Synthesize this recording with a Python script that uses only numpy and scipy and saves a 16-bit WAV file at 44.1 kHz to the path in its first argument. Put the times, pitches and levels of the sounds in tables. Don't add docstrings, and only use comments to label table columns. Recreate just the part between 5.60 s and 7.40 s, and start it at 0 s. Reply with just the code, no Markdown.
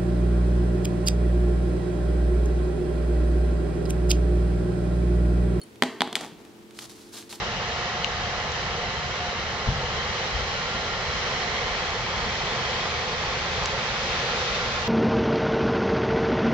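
import sys
import numpy as np
from scipy import signal
from scipy.fft import rfft, irfft
from scipy.io import wavfile
from scipy.ndimage import uniform_filter1d

SR = 44100
rng = np.random.default_rng(int(sys.argv[2]) if len(sys.argv) > 2 else 0)


def to_wav(sig):
    pcm = np.clip(np.atleast_2d(sig), -1, 1) * 32767
    pcm = np.round(pcm).astype(np.int16)
    wavfile.write(sys.argv[1], SR, pcm.T)


N = 79380
T = np.arange(N) / SR
FREQ_HZ = np.arange(N + 1) * SR / (2 * N)
MID_SIDE_SIGNS = np.array([[1], [-1]])


def undb(db):
    return 10 ** (np.asarray(db) / 20)


def curve(points, size=N):
    hz, value = np.array(points, float).T
    grid_hz = np.linspace(1, SR / 2, size + 1)
    return np.interp(np.log(grid_hz), np.log(hz), value)


def shape(x, response):
    size = x.shape[-1]
    return irfft(rfft(x, 2 * size) * response)[..., :size]


def colour(x, db):
    size = x.shape[-1]
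    cepstrum = irfft(db * np.log(10) / 20)
    cepstrum[..., 1:size] *= 2
    cepstrum[..., size + 1:] = 0
    return shape(x, np.exp(rfft(cepstrum)))


def even(x, size):
    power = np.abs(rfft(x, 2 * x.shape[-1])) ** 2
    return colour(x, -10 * np.log10(uniform_filter1d(power, size, axis=-1)))


def unit(x):
    return x / np.sqrt(np.mean(x ** 2))


def fade(t60_s):
    return np.exp(-np.log(1000) * np.minimum(T / t60_s, 10))


def delay(x, start_s):
    return np.pad(x, ((0, 0), (max(int(start_s * SR), 0), N)))[:, :N]


def ring(modes):
    return sum(undb(level_db) * fade(t60_s) * np.sin(2 * np.pi * pitch_hz * T)
               for pitch_hz, level_db, t60_s in modes)


def stereo_noise(side_db, size=N):
    mid, side = rng.standard_normal((2, size))
    gain = undb(curve(side_db, size))
    norm = np.sqrt(1 + gain ** 2)
    return shape(mid, 1 / norm) + MID_SIDE_SIGNS * shape(side, gain / norm)


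# pitch_hz, level_db (rms)
HUM_TONES = [(118.4, -66.5), (215.3, -58), (344.5, -56), (382.2, -65), (436.0, -61)]
# (relative, per Hz)
AIR_SPECTRUM = [(25, -31), (55, -13.5), (326, -2), (394, -7.5), (775, -16), (1040, -18.5), (2110, -21),
                (3250, -23), (16000, -37)]
# freq_hz, side_to_mid_db
AIR_SIDE = [(40, -7), (120, -2), (300, -12), (700, 0.5), (1500, 0), (8000, -3)]
AIR_RMS_DB = -50.5


def background():
    hum = sum(np.sqrt(2) * undb(rms_db) * np.sin(2 * np.pi * (pitch_hz * T + rng.random()))
              for pitch_hz, rms_db in HUM_TONES)
    air = shape(stereo_noise(AIR_SIDE), undb(curve(AIR_SPECTRUM)))
    return hum + undb(AIR_RMS_DB) * unit(air)


# freq_hz, side_to_mid_db
NEAR_SIDE = [(500, -16), (1800, -16), (3400, -15), (7000, -0.5), (14000, 1.5)]
# freq_hz, t60_s
ROOM_DECAY = [(200, .5), (900, 0.67), (3000, 0.53), (8000, 0.41), (16000, 0.5)]
# freq_hz, gain_db
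ROOM_GAIN = [(100, -8), (300, -2), (900, -11.5), (2000, -13), (3400, -11), (5000, -10.5), (8000, -7.5),
             (16000, -10.5)]
ROOM_BUILD_S = 0.0054


def room(x):
    noise, tail = stereo_noise(NEAR_SIDE), 0
    centres_hz, t60s_s = np.array(ROOM_DECAY).T
    for t60_s, share in zip(t60s_s, np.eye(len(t60s_s))):
        band = curve(list(zip(centres_hz, share)))
        tail = tail + shape(noise, band) * fade(t60_s)
    build = 1 - np.exp(-(T / ROOM_BUILD_S) ** 2)
    tail = colour(even(tail * build, size=300), curve(ROOM_GAIN))
    return shape(x.mean(axis=0), rfft(tail, 2 * N))


# pitch_hz, level_before_onset_db, t60_s
THUD_MODES = [(165, -31.5, 0.064)]
BUMP_START_S, BUMP_ONSET_T60_S = .7195, 0.04


def bump():
    thud = ring(THUD_MODES) * (1 - fade(BUMP_ONSET_T60_S))
    return delay(thud[None], BUMP_START_S)


# pitch_hz, level_before_onset_db, t60_s
STEEL_MODES = [(3090, -52, 0.099), (4367, -40, 0.11), (7030, -50, .04), (9640, -40.5, .025),
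               (10600, -45, .025)]
PING_START_S, PING_ONSET_T60_S = .015, 0.0016


def ping():
    steel = ring(STEEL_MODES) * (1 - fade(PING_ONSET_T60_S))
    return delay(steel[None], PING_START_S)


HIT_SAMPLES, SCATTER_FROM_HZ = 4096, 770


def contact(scatter, t60_s):
    burst = stereo_noise(NEAR_SIDE, HIT_SAMPLES) * fade(t60_s)[:HIT_SAMPLES]
    highpass = signal.butter(2, SCATTER_FROM_HZ, "high", fs=SR, output="sos")
    burst = signal.sosfilt(highpass, burst)
    burst *= scatter / np.sqrt(np.sum(burst ** 2) / 2)
    burst[:, 0] += 1
    return even(burst, size=60)


# start_s, level_db (before the tick spectrum)
TICK_EVENTS = [(0.158, -22), (.851, -21.5), (1.109, -19.5), (1.1897, -4), (1.578, -14), (1.6259, -17.5),
               (1.7275, -6.5)]
# freq_hz, gain_db
TICK_SPECTRUM = [(100, -9), (500, -16), (1000, -2.5), (3500, 2), (6000, -7.5), (10000, -8), (16000, -28)]
TICK_SCATTER, TICK_T60_S = 1.35, 0.016


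def ticks():
    taps = sum(undb(level_db) * delay(contact(TICK_SCATTER, TICK_T60_S), start_s)
               for start_s, level_db in TICK_EVENTS)
    return colour(taps, curve(TICK_SPECTRUM))


FLUTTER_PER_S, FLUTTER_STD_DB = 160, 2


def friction(strokes, spectrum, slips_per_s):
    slips = (rng.random(N) < slips_per_s / SR) * rng.standard_normal((2, N))
    side = shape(slips[1], undb(curve(NEAR_SIDE)))
    rub = unit(colour(slips[0] + MID_SIDE_SIGNS * side, curve(spectrum)))
    pressure = 0
    for start_s, length_s, attack_s, release_s, level_db in strokes:
        rise = np.clip((T - start_s) / attack_s, 0, 1)
        release = np.exp(-np.maximum(T - start_s - length_s, 0) / release_s)
        pressure = pressure + undb(level_db) * rise * release
    flutter = np.interp(T * FLUTTER_PER_S, np.arange(N), rng.standard_normal(N))
    return rub * pressure * undb(FLUTTER_STD_DB * flutter)


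# start_s, length_s, attack_s, release_s (time constant), level_db (full pressure, no flutter)
SKID_STROKES = [(.565, 0.091, 0.0079, 0.027, -41), (.77, 0.1, 0.011, 0.2, -57)]
# freq_hz, relative_db
SKID_SPECTRUM = [(100, -9), (230, 9), (550, 3.5), (850, 7), (1600, -2.5), (3400, -7), (6000, -8),
                 (16000, -32)]
SKID_SLIPS_PER_S = 1700


def skids():
    return friction(SKID_STROKES, SKID_SPECTRUM, SKID_SLIPS_PER_S)


# pitch_hz, level_db, t60_s
TABLE_RING = [(229.7, -68, 0.8), (254.4, -44, 0.22), (389.2, -62, 0.93), (447, -53.5, 0.57),
              (664, -50, 0.14), (824.6, -49, 0.15), (1011, -54.5, 0.083)]


def table_top(blows):
    return shape(blows, rfft(ring(TABLE_RING), 2 * N))


# start_s, resonance_hz, bass_db, low_mid_db, high_mid_db, treble_db
KNOCK_EVENTS = [(0.2232, 1910, 20, 21, 17.5, 16), (0.2354, 2170, 13, 12.5, 5.5, 10.5),
                (0.4071, 4070, 15.5, 8.5, 13.5, 4.5), (0.4187, 940, 8, 17.5, 14, 10),
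                (0.4755, 1260, 2.5, -0.5, -8, -9), (0.5286, 3340, 2, 2.5, -4, 3),
                (.5550, 2260, -0.5, -2.5, 14, 14.5), (0.562, 8060, -2, 2, -4.5, 5.5),
                (0.567, 1330, -3, 1, 0, 1), (0.6106, 1970, -11, -2.5, -13, 5),
                (0.6377, 1940, -9, -7, -9, -19), (1.732, 980, -11.5, -5.5, -41, -3)]
BAND_CENTRES = (250, 900, 2600, 8000)
# freq_hz, gain_db
KNOCK_SPECTRUM = [(50, -25), (110, -18.5), (190, -1.5), (400, 1), (530, -6), (700, 3), (1250, -2.5),
                  (2000, -1.5), (2750, -3.5), (3400, 2.5), (3950, -2), (4500, -4), (5600, -12),
                  (8000, -14.5), (12000, -26), (16000, -39)]
KNOCK_SCATTER, KNOCK_T60_S = 1.54, 0.01
RESONANCE_DB, RESONANCE_OCTAVES = 5.5, 0.24


def knocks():
    blows, bins_hz = 0, np.linspace(1, SR / 2, HIT_SAMPLES + 1)
    for start_s, resonance_hz, *bands_db in KNOCK_EVENTS:
        bands = curve(list(zip(BAND_CENTRES, bands_db)), HIT_SAMPLES)
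        octaves = np.log2(bins_hz / resonance_hz)
        resonance = RESONANCE_DB / (1 + (octaves / RESONANCE_OCTAVES) ** 2)
        spectrum_db = curve(KNOCK_SPECTRUM, HIT_SAMPLES) + bands + resonance
        blow = colour(contact(KNOCK_SCATTER, KNOCK_T60_S), spectrum_db)
        blows = blows + delay(blow, start_s)
    return blows


GAP_CENTRES = [2667, 3970, 5730]
GAP_DB, GAP_WIDTH_HZ, CLOSE_LIFT_DB = -10, 100, 1.0


def close_blows(blows):
    dips = sum(1 / (1 + ((FREQ_HZ - hz) / GAP_WIDTH_HZ) ** 2) for hz in GAP_CENTRES)
    return colour(blows, GAP_DB * dips + CLOSE_LIFT_DB)


# start_s, length_s, pitch_hz, level_db (rms at mid-squeak)
SQUEAK_EVENTS = [(0.031, 0.012, 9300, -47), (1.698, 0.025, 4240, -44.5)]
SQUEAK_WIDTH = .11


def squeaks():
    total = 0
    for start_s, length_s, pitch_hz, level_db in SQUEAK_EVENTS:
        swell = np.sin(np.pi * np.clip((T - start_s) / length_s, 0, 1))
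        peak = 1 / (1 + ((FREQ_HZ / pitch_hz - 1) / SQUEAK_WIDTH) ** 2)
        total = total + undb(level_db) * swell * unit(shape(stereo_noise(NEAR_SIDE), peak))
    return total


# start_s, length_s, attack_s, release_s (time constant), level_db (full pressure, no flutter)
GLOVE_STROKES = [(1.12, 0.07, 0.085, 0.044, -45.5), (1.178, 0.081, 0.076, 0.0033, -43.5),
                 (1.292, 0.0061, 0.0024, 0.026, -46.5), (1.31, 0.13, 0.05, 0.16, -54.5),
                 (1.518, 0.077, 0.031, 0.024, -43), (1.692, 0.067, 0.0023, 0.013, -44.5)]
# freq_hz, relative_db
GLOVE_SPECTRUM = [(150, -29), (800, -0.5), (2300, -6), (4200, 2), (6500, -3), (11000, -8), (16000, -20.5)]
GLOVE_SLIPS_PER_S = 12000


def glove():
    return friction(GLOVE_STROKES, GLOVE_SPECTRUM, GLOVE_SLIPS_PER_S)


# freq_hz, gain_db
RIGHT_GAIN = [(3500, -0.37), (6000, -1), (9000, 3)]
RIGHT_LEAD_S = .000016


def scene():
    blows = knocks()
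    small_hits = ticks() + ping() + skids()
    rubber = glove() + squeaks()
    near = small_hits + close_blows(blows)
    lead = np.exp(2j * np.pi * FREQ_HZ * RIGHT_LEAD_S)
    right = shape(near[1], undb(curve(RIGHT_GAIN)) * lead)
    direct = np.array([near[0], right]) + table_top(blows) + bump() + rubber
    return direct + room(blows + small_hits + rubber) + background()


TOP_HZ = 15750


def record(dry):
    lowpass = signal.ellip(10, .2, 80, TOP_HZ, fs=SR, output="sos")
    return signal.sosfilt(lowpass, np.clip(dry, -1, 1))


dry = scene()
out = record(dry)
to_wav(out)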